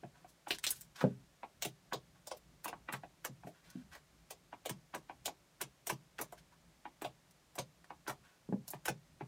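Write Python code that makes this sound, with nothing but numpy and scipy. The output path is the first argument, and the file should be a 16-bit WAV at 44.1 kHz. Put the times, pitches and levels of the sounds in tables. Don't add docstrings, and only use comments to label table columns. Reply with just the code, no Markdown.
import sys
import numpy as np
from scipy import signal
from scipy.fft import rfft, irfft, next_fast_len
from scipy.io import wavfile
from scipy.ndimage import map_coordinates

SR = 44100
rng = np.random.default_rng(int(sys.argv[2]) if len(sys.argv) > 2 else 0)


def unload_wav(signal):
    wavfile.write(
        sys.argv[1],
        SR,
        np.round(np.clip(np.atleast_2d(signal).T, -1, 1) * 32767).astype(np.int16),
    )


N = 408807

# (time [s], crack level [dB], crack pitch [Hz], fizz level [dB], air pocket level [dB])
SNAPS = [(0.5075, -32.5, 2780, -44.5, -46.5), (0.6407, -37, 3600, -36.5, -72),
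         (0.667, -34, 3750, -41, -56.5), (0.7063, -51, 3000, -33.5, -60), (0.811, -65, 3400, -51, -100),
         (1.011, -42, 1560, -61, -40), (1.6236, -40, 4000, -37, -49.5), (1.6504, -41.5, 3270, -41, -46.5),
         (1.9333, -45, 4070, -48.5, -41), (2.272, -58, 5100, -49, -53), (2.314, -52, 4160, -59, -42.5),
         (2.645, -54, 1460, -44.5, -57), (2.681, -47.5, 2230, -49.5, -47),
         (2.9261, -47.5, 1690, -47.5, -52), (2.937, -43, 1840, -63, -44.5),
         (3.249, -44.5, 2120, -42.5, -45.5), (3.952, -57, 1540, -62.5, -58),
         (4.3074, -53, 3920, -48, -52.5), (4.658, -45.5, 3130, -44.5, -42.5),
         (4.695, -46.5, 2400, -44, -47), (4.948, -46, 2100, -50.5, -44), (5.258, -44.5, 4700, -38, -46.5),
         (5.614, -44, 2320, -40, -47), (5.8708, -47.5, 2970, -40, -48.5), (5.898, -41, 2650, -40.5, -37.5),
         (6.1892, -45.5, 1600, -54.5, -45.5), (6.2129, -52.5, 1990, -41.5, -46),
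         (6.324, -66, 3240, -59, -50.5), (7.019, -52, 1820, -52.5, -47), (7.0474, -48, 3070, -58, -40),
         (7.555, -63.5, 2660, -55.5, -55.5), (7.587, -44, 3870, -46.5, -42), (8.0785, -44, 1500, -48, -44),
         (8.096, -46.5, 1460, -50.5, -42.5), (8.68, -62.5, 4860, -47.5, -62),
         (8.7052, -77, 4400, -44.5, -63), (8.856, -44.5, 2120, -42.5, -48.5),
         (8.882, -36.5, 1600, -42, -37)]
LEAD = SR // 50
AGE = np.arange(-LEAD, SR // 6) / SR
DELAY = np.arange(SR // 4) / SR
POCKET_HZ, HOLLOW_HZ = 786, 330


def amp(db):
    return 10 ** (np.asarray(db) / 20)


def unit(x):
    return x / np.sqrt(np.mean(x ** 2) + 1e-20)


def along(points, hz):
    freqs, values = np.transpose(points)
    return np.interp(np.log(hz + 1), np.log(freqs + 1), values)


def filtered(x, response):
    size = next_fast_len(N + SR // 2)
    return irfft(rfft(x, size) * response(np.fft.rfftfreq(size, 1 / SR)), size)[:N]


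def band(x, lo_hz, hi_hz, order=2):
    edges = np.clip([lo_hz, max(hi_hz, lo_hz + 20)], 10, SR / 2 - 500)
    return signal.sosfilt(signal.butter(order, edges, "bandpass", fs=SR, output="sos"), x)


def around(x, hz, width, order=2):
    return band(x, hz / width, hz * width, order=order)


def standing_waves():
    # (frequency [Hz], peak over the direct sound [dB], t60 [s])
    modes = [(129.1, 11.5, 0.17), (325, 2, 0.16), (403.7, 7.5, 0.25), (519, -2, 0.17), (611, 9.5, 0.12),
             (716.6, 11, 0.097), (836, 6, 0.069), (976, 11.5, 0.083), (1103, 11, 0.14), (1510, 11, 0.018),
             (3180, -10, 0.21), (3700, -3.5, 0.41)]
    waves = np.zeros(len(DELAY))
    for hz, db, t60 in modes:
        rate = np.log(1000) / t60
        waves += amp(db) * np.exp(-rate * DELAY) * np.cos(2 * np.pi * hz * DELAY) * 2 * rate / SR
    return waves


def room(waves, tail_db, build_s=0.0013):
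    # (delay [s], level [dB])
    walls = [(.00122, -14.5), (.00265, -11), (.0054, -7), (.0077, -11), (.0093, -12.5), (0.0114, -10)]
    # (frequency [Hz], t60 [s])
    decay_times = [(100, 0.34), (260, 0.15), (700, 0.12), (2000, 0.098), (5000, 0.12), (13000, 0.054)]
    hz, t, spectrum = signal.stft(rng.standard_normal(len(DELAY)), SR, nperseg=512)
    decay = amp(-60 * t / along(decay_times, hz)[:, None])
    tail = signal.istft(spectrum * decay, SR, nperseg=512)[1][:len(DELAY)]
    tail *= 1 - np.exp(-DELAY / build_s)
    echo = waves + amp(tail_db) * unit(tail) / np.sqrt(len(tail))
    echo[0] += 1
    for delay, db in walls:
        path_s = delay * np.exp(rng.normal(0, .04))
        echo[round(path_s * SR)] += amp(db)
    return echo


def add(track, s, db, sound, echo, level_s=.02):
    wet = signal.fftconvolve(sound, echo)
    start = max(round(s * SR), 0)
    track[start:start + len(wet)] += amp(db) * unit(wet) * np.sqrt(level_s * SR / len(wet))


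def room_tone():
    # (frequency [Hz], relative density [dB])
    spectrum = [(15, -44), (25, -16), (55, -0.5), (97, -10.5), (170, 0), (195, -10.5), (335, -13.5),
                (489, -19), (545, -15), (775, -18), (1370, -21), (2220, -22), (2410, -23.5), (6920, -26.5),
                (16000, -37)]
    air = unit(filtered(rng.standard_normal(N), lambda hz: amp(along(spectrum, hz))))
    rumble = filtered(air, lambda hz: 1 / (1 + (hz / 260) ** 4))
    knots = np.arange(N) * 9 / SR
    drift = map_coordinates(rng.standard_normal(int(knots[-1]) + 4), [knots])
    return amp(-67.4) * (air - rumble + rumble * amp(3.2 * drift - 1.5))


def pocket(hz, cycles, sag, sag_s=0.0016, opening_cycles=0.2):
    t = np.maximum(AGE, 0)
    pitch = hz * np.exp(sag * (np.exp(-t / sag_s) - .5)) * (AGE > 0)
    envelope = np.exp(-t * hz / cycles) * (1 - np.exp(-t * hz / opening_cycles))
    return envelope * np.sin(2 * np.pi * np.cumsum(pitch) / SR)


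def hollow(hz):
    return band(pocket(hz, cycles=0.93, sag=0.36, sag_s=0.0042), 138, 840, order=3)


def gulps(waves, recoil_hz=157.7, recoil_after_s=0.01083):
    # (time [s], hollow level [dB], recoil level [dB])
    holes = [(0.031, -53, -49.5), (0.506, -44.5, -64), (0.668, -56, -72), (1.654, -45.5, -47),
             (1.943, -67, -50), (2.924, -61, -45.5), (3.285, -59, -48), (3.436, -70.5, -50),
             (3.47, -51.5, -60), (4.697, -47, -43.5), (4.952, -51, -58), (5.626, -57, -53),
             (5.912, -49, -44), (6.199, -50, -56), (7.02, -50, -58.5), (7.043, -47, -53.5),
             (7.581, -52, -46), (8.08, -48, -50), (8.735, -54, -49.5), (8.888, -51, -41.5),
             (9.209, -48.5, -45.5)]
    track = np.zeros(N + SR)
    for s, hollow_db, recoil_db in holes:
        echo = room(waves, tail_db=-2)
        add(track, s, hollow_db, hollow(HOLLOW_HZ), echo)
        add(track, s + recoil_after_s, recoil_db, hollow(recoil_hz), echo)
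    return track[LEAD:][:N]


def tearing(tear_s, rise=0.14, spiky=1.13, strain_db=-20, strain_s=.004):
    swell = np.exp(-np.abs(AGE) / np.where(AGE < 0, rise * tear_s, tear_s))
    sizes = np.exp(spiky * np.clip(rng.standard_normal(len(AGE)), -2, 2))
    ruptures = swell * unit(sizes * rng.standard_normal(len(AGE)))
    ruptures[LEAD] += 4
    strain = amp(strain_db) * np.exp(-np.abs(AGE) / strain_s) * rng.standard_normal(len(AGE))
    return ruptures + strain


def pops(waves):
    # (time [s], ring level [dB], pitch [Hz])
    openings = [(0.035, -50, 678), (0.245, -56.5, 715), (0.471, -45.5, 840), (1.4324, -46, 820),
                (1.9243, -41, 1090), (2.657, -42, 960), (2.729, -46, 870), (2.888, -42, 1240),
                (3.035, -49, 750), (3.435, -56.5, 850), (3.471, -50, 670), (4.529, -47.5, 875),
                (4.94, -43.5, 1120), (5.0966, -46.5, 830), (5.279, -43.5, 766), (5.61, -46.5, 1090),
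                (6.8543, -46.5, 865), (7.582, -44.5, 1020), (7.905, -47, 886), (8.066, -54.5, 1240),
                (8.735, -47.5, 856), (9.209, -47.5, 850)]
    track = np.zeros(N + SR)
    for s, ring_db, hz in openings:
        echo = room(waves, tail_db=3)
        slowness = (POCKET_HZ / hz) ** 8.1
        click_db = ring_db - 9.5 + 10 * np.log2(hz / POCKET_HZ)
        ring = pocket(hz, cycles=1.54, sag=0.034, opening_cycles=0.21 * slowness)
        click = tearing(tear_s=0.00079 * slowness, strain_db=-11.5)
        add(track, s, ring_db, band(ring, 300, 1270), echo)
        add(track, s, click_db, band(click, 785, 2660, order=3), echo)
        add(track, s, ring_db - 9, hollow(HOLLOW_HZ), echo)
    return track[LEAD:][:N]


def rubs(waves):
    # (time [s], level [dB], colour [Hz], fading time [s])
    strokes = [(0.157, -63.5, 1010, 0.055), (.292, -65.5, 6700, 0.021), (0.486, -53.5, 7200, 0.0067),
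               (0.548, -50.5, 3950, 0.0092), (.586, -51.5, 4200, 0.00097), (.692, -48, 7600, 0.0071),
               (0.759, -54.5, 7900, 0.036), (0.962, -54.5, 2500, 0.009), (0.995, -47.5, 1390, 0.045),
               (2.158, -69.5, 990, 0.016), (2.372, -62, 12000, 0.0046), (3.475, -64.5, 7260, 0.02),
               (3.559, -65.5, 1560, 0.062), (3.661, -58.5, 2040, 0.23), (3.703, -61, 7000, 0.0033),
               (3.932, -53.5, 1760, 0.025), (6.382, -62.5, 3030, 0.011), (6.526, -66, 990, 0.016),
               (7.311, -69.5, 6100, .005), (7.844, -63, 1570, .002), (8.255, -61.5, 1460, 0.071)]
    track = np.zeros(N + SR)
    for s, db, hz, fade_s in strokes:
        crackle = around(tearing(fade_s, rise=0.55, spiky=0.58), hz, width=1.85, order=1)
        add(track, s, db, crackle, room(waves, tail_db=-7))
    return track[LEAD:][:N]


def snaps(waves, usual_crack_hz=2660):
    track = np.zeros(N + SR)
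    for s, crack_db, crack_hz, fizz_db, pocket_db in SNAPS:
        thickness = np.log2(usual_crack_hz / crack_hz)
        air_db = pocket_db - max(crack_db, fizz_db)
        tear_s = 0.0021 * 2 ** (0.0364 * air_db + 0.7 * thickness)
        fizz_hz = 7500 * 2 ** (.028 * (fizz_db - crack_db) + 0.27 * thickness)
        pocket_hz = POCKET_HZ * 2 ** (.3 * thickness) * np.exp(0.1 * rng.standard_normal())
        echo = room(waves, tail_db=3)
        tear = tearing(tear_s, strain_db=-17.5)
        bubble = unit(pocket(crack_hz, cycles=0.83, sag=0.35))
        crack = unit(around(tear, crack_hz, width=1.66)) + amp(-4) * bubble
        fizz = unit(around(tear, fizz_hz, width=1.593)) + amp(-2.5) * unit(band(tear, 10440, 17500))
        squelch = unit(pocket(pocket_hz, cycles=1.8, sag=0.46)) + amp(-0.5) * unit(band(tear, 354, 790))
        early_s = .005 * rng.uniform(0.473, 1)
        first_rupture = around(tearing(tear_s=0.00043), 1700, width=2.5)
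        add(track, s - early_s, min(crack_db, pocket_db) - 8, first_rupture, echo)
        add(track, s, crack_db, crack, echo)
        add(track, s, fizz_db, fizz, echo)
        add(track, s + 0.00198, pocket_db, squelch, echo)
        add(track, s, pocket_db - 20.5, hollow(HOLLOW_HZ), echo)
    return track[LEAD:][:N]


def threads(waves, count=3, within_s=0.037):
    track = np.zeros(N + SR)
    for s, crack_db, _, fizz_db, _ in SNAPS:
        echo = room(waves, tail_db=4.5)
        for late_s in within_s * rng.random(count):
            tick = around(tearing(tear_s=0.0015), hz=5940, width=4.9)
            add(track, s + late_s, max(crack_db, fizz_db) - 21.5, tick, echo)
    return track[LEAD:][:N]


def ringing(modes, scatter_db):
    t = AGE[LEAD:]
    return sum(amp(db + rng.normal(0, scatter_db) - 60 * t / t60) * np.sin(2 * np.pi * hz * t)
               for hz, db, t60 in modes)


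def thuds(waves):
    # (time [s], level [dB], hardness of the contact [Hz])
    landings = [(1.027, -37, 266), (1.0401, -23.5, 765), (3.753, -42, 296), (8.489, -40.5, 440),
                (8.525, -30.5, 694)]
    # (frequency [Hz], relative level [dB], t60 [s])
    board_modes = [(129, -24, 0.56), (205, -11.5, 0.23), (250.3, 7, 0.05), (286, -4.5, 0.053),
                   (422, 0, 0.024), (510, 5.5, 0.025), (810, -2, 0.025), (1570, -30, 0.047)]
    track = np.zeros(N + SR)
    for s, db, hard_hz in landings:
        ring = np.pad(ringing(board_modes, scatter_db=2.1), (LEAD, 0))
        echo = room(waves, tail_db=-0.5)
        slap = tearing(tear_s=0.0061, spiky=1.0)
        add(track, s, db, band(ring, 145, hard_hz, order=3), echo)
        add(track, s, db - 28, band(slap, 600, 2.85 * hard_hz, order=3), echo)
    return track[LEAD:][:N]


def scene():
    waves = standing_waves()
    slime = snaps(waves) + threads(waves) + pops(waves) + gulps(waves)
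    return (slime + thuds(waves) + rubs(waves) + room_tone())[None]


def record(dry):
    low_cut_hz, top_hz, roll_off_hz = 32, 16400, 1200
    mic = signal.sosfilt(signal.butter(2, low_cut_hz, "highpass", fs=SR, output="sos"), dry[0])
    return filtered(mic, lambda hz: np.clip((top_hz - hz) / roll_off_hz, 0, 1))[None]


dry = scene()
out = record(dry)
unload_wav(out)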